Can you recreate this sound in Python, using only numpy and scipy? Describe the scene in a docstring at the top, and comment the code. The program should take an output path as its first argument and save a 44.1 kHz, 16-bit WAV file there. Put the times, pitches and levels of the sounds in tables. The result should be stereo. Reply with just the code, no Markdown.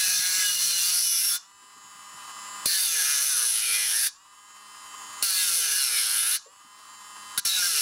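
"""A small mains rotary tool bites into a thin metal rail on a wooden bench, with a few dull knocks.
Its grit rasps once a turn, the push drags the motor down, and as the disc slides toward the tip,
narrow squeals and broad swells of rasp colour come and go. Lifted off, the motor spins up and whines.
Two harder passes follow, then a quick touch and a short last pass. The recorder's gain control
ducks under each pass and creeps back in the gaps."""
import sys
import numpy as np
from scipy import signal
from scipy.fft import rfft, irfft, next_fast_len
from scipy.io import wavfile
from scipy.ndimage import uniform_filter1d, map_coordinates

SR = 44100
rng = np.random.default_rng(int(sys.argv[2]) if len(sys.argv) > 2 else 0)


def output_pcm(signal):
    """Save a mono or channel-first signal as 16-bit PCM at the path in sys.argv[1].

    Samples are clipped to [-1, 1] before scaling.
    """
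    pcm = np.clip(np.atleast_2d(signal).T, -1, 1) * 32767
    wavfile.write(sys.argv[1], SR, np.round(pcm).astype(np.int16))


N = 344421
TIME = np.arange(N) / SR

# the room's tail together with the rail's bright ring, against the dry sound: f/Hz, level/dB
TAIL_EQ = [(100, -10.5), (400, -14.5), (1200, -14), (2500, -22), (3700, -10.5), (5200, -9), (7000, -8.5),
           (9000, -19.5), (15000, -37)]
# sideways reflections off the bench against the dry sound: f/Hz, level/dB
REFLECTION_EQ = [(50, 4), (130, -5), (260, -6), (520, -13), (1100, -13), (2200, -59), (4500, -22.5),
                 (9000, -12), (14000, -11)]
# thuds from the landing disc and the hands: t/s, peak level/dB, low f/Hz, high f/Hz, decay/s
BENCH_KNOCKS = [(0.074, -26.5, 40.4, 300, 0.0092), (0.169, -30, 40, 353, 0.0088),
                (0.192, -24, 40, 358, 0.0055), (.296, -33, 50.4, 300, 0.0057),
                (.378, -28, 49.85, 303, 0.0092), (1.62, -44, 220, 420, .04),
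                (1.761, -43, 158.7, 383, 0.026), (1.843, -44.5, 122, 258, .02),
                (1.95, -46, 108, 239, 0.042), (2.14, -45, 99.8, 262.3, 0.018),
                (2.658, -17, 40.5, 720, 0.0042), (2.66, -13, 40, 590, 0.0012),
                (5.226, -23, 30.03, 800, 0.0065), (6.458, -27.5, 435.7, 563.5, 0.025),
                (6.644, -42, 170.7, 285.6, 0.029), (7.382, -19, 30.44, 555, 0.0031),
                (7.454, -23, 80, 700, 0.0029)]
# mains buzz of the motor: f/Hz, level/dB
MAINS_HUM = [(100, -70.5), (300, -66)]
# tone of the cooling air: f/Hz, level/dB
AIR_EQ = [(60, -40), (250, -22.5), (540, -23), (800, -13), (1080, 2.5), (1380, -6.5), (1500, -12),
          (1640, -9.5), (1770, -13), (1930, -10), (2100, -17), (2300, -17), (2850, -11), (3700, -21),
          (5000, -19.5), (10500, -19), (13000, -28), (16000, -36)]
# tone of the brush hiss: f/Hz, level/dB
BRUSH_EQ = [(3000, -19.5), (4500, -9), (5100, -8), (6000, -19), (6800, 1.5), (7300, 4.5), (8100, -18.5),
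            (9000, -11), (9600, -7), (10400, -4.5), (11500, -13), (13000, -18), (16000, -10)]
# whine of the free-running tool: multiple of shaft speed, level/dB
WHINE_PARTIALS = [(1, -21), (2, -24), (3, -21.5), (4, -11), (5, 1.5), (6, 0), (7, -10.5), (8, -7), (9, -7),
                  (10, -7), (13, -9), (14, -11.5), (15, -2.5), (17, -12), (19, -11), (20, -11), (21, -15),
                  (22, -13), (23, -6), (25, -9), (26, -13), (27, -14), (28, -20), (30, -13), (31, -13),
                  (32, -10), (33, -12), (34, -12), (35, -15), (36, -7.5), (37, -10), (38, -15), (39, -10),
                  (40, -16), (41, -15), (42, -11), (43, -14), (44, -4.5), (45, -20)]
# the unloaded tool speeds up as it warms and changes level as the hand turns it:
# t/s, speed/(turns/s), level/dB
IDLE_CURVE = [(1.6, 202.3, 4), (2.25, 202.3, 3.7), (2.65, 202.3, 2), (4.6, 205.3, 3.5), (5.05, 204.1, 3.5),
              (6.5, 205.6, 3.5), (6.85, 205.8, 3.8), (7.2, 205.4, 3.6)]
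# the hand's push, as the speed it takes from the shaft: t/s, drag/(turns/s)
PUSH_CURVE = [(0.0, 15.5), (0.14, 28.6), (0.17, 19.2), (0.38, 15.3), (0.47, 25.0), (0.75, 32.9),
              (0.87, 19.4), (1.12, 36.4), (1.25, 21.8), (1.29, 36.1), (1.38, 2.1), (2.65, 3.6),
              (2.82, 31.0), (3.02, 71.7), (3.09, 55.8), (3.15, 70.0), (3.26, 53.0), (3.29, 74.6),
              (3.35, 86.3), (3.54, 99.3), (3.59, 95.4), (3.67, 116.8), (3.73, 93.9), (3.8, 112.4),
              (3.85, 88.8), (3.93, 92.2), (3.97, 65.6), (4.1, 44.6), (5.22, 11.0), (5.31, 30.9),
              (5.34, 15.1), (5.51, 43.4), (5.68, 75.8), (5.74, 63.3), (5.85, 88.6), (6.02, 95.9),
              (6.05, 107.5), (6.11, 89.5), (6.16, 105.2), (6.21, 106.6), (6.32, 59.6), (6.37, 66.6),
              (7.45, 29.2), (7.51, 15.3), (7.56, 35.7), (7.64, 30.1), (7.75, 73.8), (7.8, 79.3)]
# disc on the rail: touch t/s, lift t/s, attack/s, release/s, from place/mm, to place/mm,
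# rasp level/dB, sizzle level against the rasp/dB
CONTACTS = [(-.1, 1.4, 0.01, 0.042, 5.9, 37, -10.5, -2), (2.654, 4.113, 0.0051, 0.041, 4.4, 33.3, -11.5, 1),
            (5.223, 6.398, .0035, 0.04, 5.77, 40.8, -11.3, 1),
            (7.375, 7.409, 0.0024, 0.0133, 2.5, 2.9, -15, 1),
            (7.446, 7.897, 0.0067, .02, 0.5, 10, -10.5, -0.5)]
# bench modes shaken by the turning disc: f/Hz, width/Hz, level/dB
BENCH_MODES = [(110, 25, -37), (174, 24, -30), (475, 100, -25), (720, 120, -30), (890, 100, -30)]
# broad tone of the rasp: f/Hz, level/dB
RASP_EQ = [(40, -27), (170, -32), (280, -32.5), (480, -31), (950, -15), (1400, -8.5), (3000, -9),
           (5800, -1), (7800, -5.5), (10200, 5), (12000, -2), (13700, -12), (15600, -14.5)]
# peaks and notches of rail, disc and bench: f/Hz, width/Hz, gain/dB
RAIL_EQ = [(1106, 127, -22.5), (1356, 250, 5), (1632, 89, 5.5), (1883, 180, -6.5), (2050, 94, 5),
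           (2270, 110, -3), (2450, 130, 2), (2907, 430, 5.5), (3187, 130, -7.5), (3560, 200, 3.5),
           (4240, 160, 5), (4850, 140, -0.5), (6340, 230, 0.5), (6950, 260, -7.5), (8870, 600, 3.5),
           (9220, 280, -6), (10270, 3600, 3), (13950, 600, -8), (14960, 600, 8)]
# narrow rail modes that ring on as the disc lifts: f/Hz, width/Hz, gain/dB
RING_MODES = [(1663, 10.4, 0), (2436, 14, -1), (3560, 11, -7), (3865, 12, -6), (4240, 14, -11),
              (4620, 20, -8), (5370, 30, -2), (6395, 17, -10)]
# narrow squeals and broad swells of rasp colour as the disc slides along the rail:
# start t/s, end t/s, from f/Hz, to f/Hz, width/Hz, level against the rasp/dB
SQUEALS_AND_SWELLS = [(-.08, .56, 1665, 1655, 110, -10.5), (.164, .45, 2140, 2150, 200, -12),
                      (-.03, .17, 2600, 2500, 200, -10), (-.15, .95, 4170, 4270, 220, -6),
                      (-.05, 1.25, 5970, 5820, 240, -3.5), (.98, 1.22, 5850, 5800, 350, 0),
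                      (.04, .2, 6120, 6200, 450, -3), (.303, .5, 7500, 7600, 300, -6),
                      (.42, .62, 2960, 2850, 70, -4), (.42, .62, 3700, 3550, 70, -11),
                      (.59, .8, 2990, 2910, 70, -9), (.77, .93, 2750, 2880, 80, -10),
                      (1.02, 1.22, 3000, 2860, 80, -9), (1.04, 1.2, 3500, 3380, 70, -10),
                      (1.302, 1.41, 1452, 1510, 400, -9), (.803, 1.08, 4510, 4670, 303, -3.5),
                      (.91, 1.36, 10340, 11100, 1520, 5), (.95, 1.238, 5400, 5400, 500, 2.5),
                      (1.218, 1.333, 5540, 5490, 200, .5), (1.29, 1.4, 3450, 3520, 157, -6),
                      (2.63, 2.797, 4260, 4250, 350, 0), (2.627, 2.905, 4640, 4660, 257, -3.5),
                      (2.67, 2.79, 1800, 1700, 200, -8), (2.717, 2.93, 3720, 3560, 200, -6),
                      (2.8, 3.608, 6220, 5930, 700, -1.5), (2.93, 3.27, 1640, 1560, 300, -9),
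                      (3.283, 3.46, 1480, 1440, 350, -8.5), (3.322, 3.612, 9940, 10200, 600, 4),
                      (3.602, 3.88, 2440, 2320, 220, -3), (3.62, 3.97, 3150, 3200, 350, -8),
                      (3.74, 3.884, 2060, 2010, 170, -6), (3.72, 4.021, 5900, 5704, 700, -2),
                      (3.58, 4.08, 10300, 10300, 1000, .5), (3.904, 4.1, 1690, 1700, 200, -6.5),
                      (4.024, 4.123, 3588, 3600, 300, -7), (3.97, 4.11, 4700, 4720, 300, -6),
                      (5.2, 5.425, 4430, 4300, 420, -2.5), (5.3, 5.46, 1690, 1640, 90, -13),
                      (5.37, 5.5, 3740, 3560, 120, -9), (5.55, 5.805, 6160, 5800, 500, -3),
                      (5.6, 5.67, 3120, 3020, 100, -9), (5.63, 5.816, 1680, 1650, 110, -10.5),
                      (5.717, 6.106, 5376, 5272, 450, -2.5), (5.75, 6.08, 4350, 4000, 450, -5),
                      (5.879, 6.046, 2340, 2300, 260, -5), (5.85, 6.2, 1560, 1560, 450, -9.5),
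                      (5.95, 6.25, 3150, 3150, 350, -9), (6.152, 6.34, 10100, 10360, 700, 2),
                      (6.22, 6.409, 1540, 1620, 350, -7.5), (6.299, 6.41, 4195, 4260, 900, -3),
                      (7.35, 7.42, 4147, 4200, 700, -2), (7.37, 7.42, 1524, 1500, 220, -5.5),
                      (7.43, 7.5, 5563, 5480, 180, -3), (7.43, 7.516, 4400, 4060, 400, -4.5),
                      (7.478, 7.603, 3920, 3730, 260, 0), (7.56, 7.65, 1480, 1425, 90, -8),
                      (7.62, 7.68, 1610, 1595, 110, -5), (7.578, 7.85, 5550, 5440, 200, -4.5)]

RIPPLE_HZ = 100  # swells of the mains current
STRAIN_DB, MOTOR_PAN_DB = 2.5, -0.7  # motor boost while on the rail; left minus right
# the layers of the grind follow the push (dB per turn/s of drag) and the place along the rail
GROWL_DB, GROWL_DB_PER_DRAG, GROWL_DB_PER_MM = -7.6, 0.0174, -0.0358
GROAN_DB, GROAN_DB_PER_DRAG, GROAN_DB_PER_MM = -1, 0.0192, -0.09
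BUMPS_DB, BUMPS_DB_PER_DRAG = 1.5, 0.0164
FIZZ_DB, FIZZ_DB_PER_DRAG = -3, -0.1082
SIZZLE_DB_PER_MM = 0.1088
PAN_DB, PAN_DB_PER_MM = 0.7, -0.05  # left minus right
SIDE = np.array([[1], [-1]])  # plus on the left, minus on the right


def amp(db):
    """Decibels to linear gain."""
    return 10 ** (np.asarray(db) / 20)


def pan(db):
    """Stereo gains with the left db louder than the right."""
    return amp(db * SIDE / 2)


def unit(x):
    """Scale to rms 1."""
    return x / np.sqrt(np.mean(x ** 2) + 1e-20)


def automation(rows):
    """Each column of a time curve, at every sample."""
    times, *columns = np.transpose(rows)
    return [np.interp(TIME, times, column) for column in columns]


def at_hz(points, hz):
    """Read an EQ curve on a log-frequency axis."""
    freqs, levels = np.transpose(points)
    return np.interp(np.log(hz), np.log(freqs), levels)


def bell(hz, centre_hz, width_hz):
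    """A resonance curve, 1 at its centre."""
    return 1 / (1 + (2 * (hz - centre_hz) / width_hz) ** 2)


def shaped(x, response):
    """Filter by a gain given as a function of frequency."""
    size = next_fast_len(N + SR // 2)
    hz = np.maximum(np.arange(size // 2 + 1) * SR / size, 1)
    return irfft(rfft(x, size) * response(hz), size)[..., :N]


def eq(x, points):
    """Filter by an EQ curve."""
    return shaped(x, lambda hz: amp(at_hz(points, hz)))


def drift(rate):
    """A smooth random modulator, rms 1, that changes about rate times a second."""
    points = rng.standard_normal(int(rate * N / SR) + 2)
    return unit(np.interp(TIME * rate, np.arange(len(points)), points))


def lagged(x, lag_s):
    """Follow a control with inertia."""
    r = np.exp(-1 / (lag_s * SR))
    return signal.lfilter([1 - r], [1, -r], x, zi=[r * x[0]])[0]


def rim(turns, lasting_turns, size):
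    """A rough rim with size bumps passes once a turn and slowly wears into a new pattern."""
    wear = turns / lasting_turns
    bumps = rng.standard_normal((int(wear[-1]) + 3, size))
    return unit(map_coordinates(bumps, [wear, turns % 1 * size], order=3, mode="grid-wrap"))


def room_rumble():
    """A faint, wide bed of low room tone."""
    noise = rng.standard_normal((2, N))
    return amp(-64) * unit(shaped(noise, lambda hz: hz / np.hypot(hz, 80) / np.hypot(1, hz / 250)))


def room_and_rail_tail(x, t60=0.27):
    """A short diffuse tail of the room, together with the rail's bright ring after the disc lifts."""
    age = TIME[:SR // 2]
    tail = rng.standard_normal((2, len(age))) * amp(-60 * age / t60) * (age > .002)
    tail /= np.linalg.norm(tail, axis=1, keepdims=True)
    return eq(signal.fftconvolve(x[None], tail, axes=1)[:, :N], TAIL_EQ)


def early_reflections(x, t60=0.034):
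    """Reflections off bench and hands reach the two microphone ports in opposite phase."""
    age = TIME[:SR // 8]
    echoes = rng.standard_normal(len(age)) * amp(-60 * age / t60)
    reflected = signal.fftconvolve(x, echoes / np.linalg.norm(echoes))[:N]
    return SIDE * eq(reflected, REFLECTION_EQ)


def knocks():
    """The wooden bench answers each bump with a short, dull thud."""
    out = np.zeros(N)
    age = TIME[:SR // 4]
    for start, db, low_hz, high_hz, decay_s in BENCH_KNOCKS:
        burst = rng.standard_normal(len(age)) * np.exp(-age / decay_s)
        thud = signal.sosfilt(signal.butter(2, [low_hz, high_hz], "band", fs=SR, output="sos"), burst)
        at = round(start * SR)
        out[at:at + len(age)] += (amp(db) * thud / np.abs(thud).max())[:N - at]
    return out


def shaft_speed(drag, inertia_s=.075, judder=.012):
    """Turns per second: the rotor follows the drag with a lag and judders the more it is braked."""
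    lost = lagged(drag, inertia_s)
    free = automation(IDLE_CURVE)[0]
    return (free - lost) * (1 + 0.000494 * drift(25) + judder * lost / free * drift(70))


def whine(turns, speed, ripple, flutter_rad=0.88, full_flutter_hz=7100):
    """Shaft harmonics slide through the housing's resonances; the mains ripple shakes their phase."""
    pace = speed / speed.max()
    out = np.zeros(N)
    for k, db in WHINE_PARTIALS:
        housing = AIR_EQ if k < 20 else BRUSH_EQ
        housing_db = at_hz(housing, k * speed) - at_hz(housing, k * speed.max())
        flutter = flutter_rad * np.minimum(k * speed / full_flutter_hz, 1) ** 2 * ripple
        gain = pace ** (k / 10) * amp(db + housing_db + 0.75 * drift(14))  # the top needs full speed
        out += gain * np.sin(2 * np.pi * (k * turns + rng.random()) + flutter)
    return unit(out)


def brushes(turns, ripple):
    """The brushes scrape the same commutator each turn and spark with each swell of the current."""
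    scrape = amp(3) * rim(turns, lasting_turns=25, size=144) + rng.standard_normal(N)
    scrape *= amp(2.4 * ripple + 2.2 * np.cos(2 * np.pi * turns))
    return unit(eq(scrape, BRUSH_EQ))


def motor(turns, speed):
    """Whine, fan air and brush hiss fade as the shaft slows, over a steady mains hum."""
    pace = speed / speed.max()
    ripple = np.cos(2 * np.pi * RIPPLE_HZ * TIME)
    tone = pace ** 1.4 * amp(-41) * whine(turns, speed, ripple)
    air = pace ** 0.6 * unit(eq(rng.standard_normal(N), AIR_EQ)) * amp(-43.5 + 1.76 * drift(60))
    hiss = pace * amp(-45.5) * brushes(turns, ripple)
    hum = sum(amp(db) * np.sin(2 * np.pi * hz * TIME) for hz, db in MAINS_HUM)
    return tone + air + hiss + hum


def strokes(ease=0.88, accent_db=3, accent_s=0.038):
    """The hand's gesture: contact (1 on the rail, 0 lifted), place/mm, rasp/dB and sizzle/dB."""
    rows = np.array(CONTACTS)
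    current = np.searchsorted(rows[1:, 0], TIME)
    touch, lift, attack, release, from_mm, to_mm, rasp_db, sizzle_db = rows[current].T
    age = TIME - touch
    contact = (np.clip(age / attack, 0, 1) * np.clip((lift - TIME) / release, 0, 1)) ** 2
    place_mm = from_mm + (to_mm - from_mm) * np.clip(age / (lift - touch), 0, 1) ** ease
    landing_db = accent_db * np.exp(-age / accent_s)  # the grit bites harder as the disc lands
    return contact, place_mm, rasp_db + landing_db / 2, sizzle_db + landing_db


def bench_shudder(contact, release_s=.14):
    """The bench rumbles under the disc and on after it lifts, differently at each microphone port."""
    envelope = np.maximum(contact, lagged(contact, release_s)) * amp(-43 + 3.5 * drift(29))
    noise = rng.standard_normal((2, N))
    return envelope * unit(shaped(noise, lambda hz: 1 / np.hypot(1, (hz / 220) ** 2)))


def groan(turns, speed):
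    """The disc runs out of true; each low harmonic swells as it passes a bench mode."""
    out = np.zeros(N)
    for k in range(1, 10):
        swell = sum(amp(db) * bell(k * speed, hz, width_hz) for hz, width_hz, db in BENCH_MODES)
        waver = amp(2.0 * drift(25) + 2.4 * drift(5))
        out += swell * waver * np.sin(2 * np.pi * (k * turns + 0.07 * drift(90)))
    return out


def rail_ring(rub):
    """The rail stores a little of the rubbing in its narrow modes."""
    out = np.zeros_like(rub)
    for hz, width_hz, db in RING_MODES:
        r = np.exp(-np.pi * width_hz / SR)
        feedback = [1, -2 * r * np.cos(2 * np.pi * hz / SR), r * r]
        out += amp(db) * (1 - r * r) / 2 * signal.lfilter([1, 0, -1], feedback, rub)
    return out


def squeals_and_swells(rub, fade_share=0.17, steadiness=0.3):
    """Narrow squeals and broad swells of rasp colour rise, glide and fade as the disc slides along."""
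    out = np.zeros(N)
    for start, end, from_hz, to_hz, width_hz, db in SQUEALS_AND_SWELLS:
        span = (TIME > start) & (TIME < end)
        t = TIME[span]
        glide_hz = np.interp(t, [start, end], [from_hz, to_hz])
        carrier = np.exp(2j * np.pi * np.cumsum(glide_hz) / SR)
        # a band-pass that rides the glide: shift down, low-pass, shift back up
        band = signal.sosfilt(signal.butter(2, width_hz / 2, fs=SR, output="sos"), rub[span] / carrier)
        band *= carrier / (np.abs(band) + 1e-9) ** steadiness  # partly evens the level
        fade = np.clip(np.minimum(t - start, end - t) / (fade_share * (end - start)), 0, 1)
        out[span] += amp(db) * np.sin(np.pi / 2 * fade) * unit(band.real)
    return out


def grit(turns, drag, bump_boost_db=0, skid_turns=.003):
    """Coarse bumps repeat each turn; fine grains break at random, hardest where the disc runs high."""
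    surface = rim(turns + skid_turns * drift(250), lasting_turns=16, size=120)
    bumps = shaped(surface, lambda hz: hz / np.hypot(hz, 1400) / np.hypot(1, hz / 4300))
    bumps *= amp(BUMPS_DB + BUMPS_DB_PER_DRAG * drag + bump_boost_db)
    crackle = rng.standard_normal(N) * amp(4.7 + 2.55 * drift(5000))
    grains = shaped(crackle, lambda hz: hz / np.hypot(hz, 2700))
    high_spots_db = 1.1 * np.cos(2 * np.pi * turns) + 0.46 * rim(turns, lasting_turns=9, size=7)
    return unit((bumps + grains) * amp(high_spots_db + 0.54 * drift(90)))


def rail_band(drive, low_hz, high_hz):
    """One band of the grit, coloured by rail, disc and bench, at rms 1."""
    def response(hz):
        peaks_db = sum(db * bell(hz, centre, width) for centre, width, db in RAIL_EQ)
        return amp(at_hz(RASP_EQ, hz) + peaks_db) * (hz >= low_hz) * (hz < high_hz)
    return unit(shaped(drive, response))


def grinding(turns, speed, drag, waver_db=0.9, waver_per_s=12, scatter_db=-15):
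    """Grit drives the rail: darker with the push, thinner and further right toward the free tip."""
    contact, place_mm, rasp_db, sizzle_db = strokes()
    rasp_db += waver_db * drift(waver_per_s)  # the bite wavers in the hand
    growl_db = GROWL_DB + GROWL_DB_PER_DRAG * drag + GROWL_DB_PER_MM * place_mm
    growl_db += waver_db * drift(waver_per_s)
    sizzle_db += SIZZLE_DB_PER_MM * place_mm + waver_db * drift(waver_per_s)
    groan_db = GROAN_DB + GROAN_DB_PER_DRAG * drag + GROAN_DB_PER_MM * place_mm
    drive = grit(turns, drag)
    growl = amp(growl_db) * rail_band(drive, 0, 3250)
    rasp = amp(0.5) * rail_band(drive, 3250, 8000)
    scattered = drive + amp(scatter_db) * SIDE * grit(turns, drag)  # widens the top end
    sizzle = rail_band(scattered, 8000, 12600)
    fizz = amp(FIZZ_DB + FIZZ_DB_PER_DRAG * drag) * rail_band(scattered, 12600, np.inf)
    top = contact * amp(1.3 + sizzle_db) * pan(-2.6) * (sizzle + fizz)  # needs firm contact
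    colour = squeals_and_swells(grit(turns, drag, bump_boost_db=1))
    layers = growl + rasp + top + colour + amp(groan_db) * groan(turns, speed)
    fader = amp(rasp_db) * pan(PAN_DB + PAN_DB_PER_MM * place_mm)
    return fader * (contact * layers + bench_shudder(contact))


def scene():
    """Tool, rail and bench close to a pair of microphone ports, over a faint room rumble."""
    contact = strokes()[0]
    drag = automation(PUSH_CURVE)[0] * contact
    speed = shaft_speed(drag)
    turns = np.cumsum(speed) / SR
    motor_db = automation(IDLE_CURVE)[1] + STRAIN_DB * contact
    tool = amp(motor_db) * pan(MOTOR_PAN_DB) * motor(turns, speed)
    grind = grinding(turns, speed, drag)
    direct = tool + grind + rail_ring(grind) + knocks()
    send = direct.mean(axis=0)
    return room_rumble() + early_reflections(send) + room_and_rail_tail(send) + direct


def gain_control(x, threshold_db=-23, slope=.93, release_db_per_s=16, attack_s=0.0039, ahead_s=0.0013):
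    """The gain ducks quickly under a loud sound and creeps back at a steady rate."""
    power = uniform_filter1d(np.mean(x ** 2, axis=0), size=260)
    over_db = np.maximum(10 * np.log10(np.maximum(power, 1e-12)) - threshold_db, 0)
    recovery_db = release_db_per_s * TIME
    cut_db = np.maximum.accumulate(slope * over_db + recovery_db) - recovery_db
    return x * amp(-np.interp(TIME + ahead_s, TIME, lagged(cut_db, attack_s)))


def record(dry, cutoff_hz=15750):
    """Gain control, soft clipping, then a steep high cut."""
    clipped = 0.57 * np.tanh(gain_control(dry) / 0.61)
    return shaped(clipped, lambda hz: 1 / np.hypot(1, (hz / cutoff_hz) ** 120))


dry = scene()
out = record(dry)
output_pcm(out)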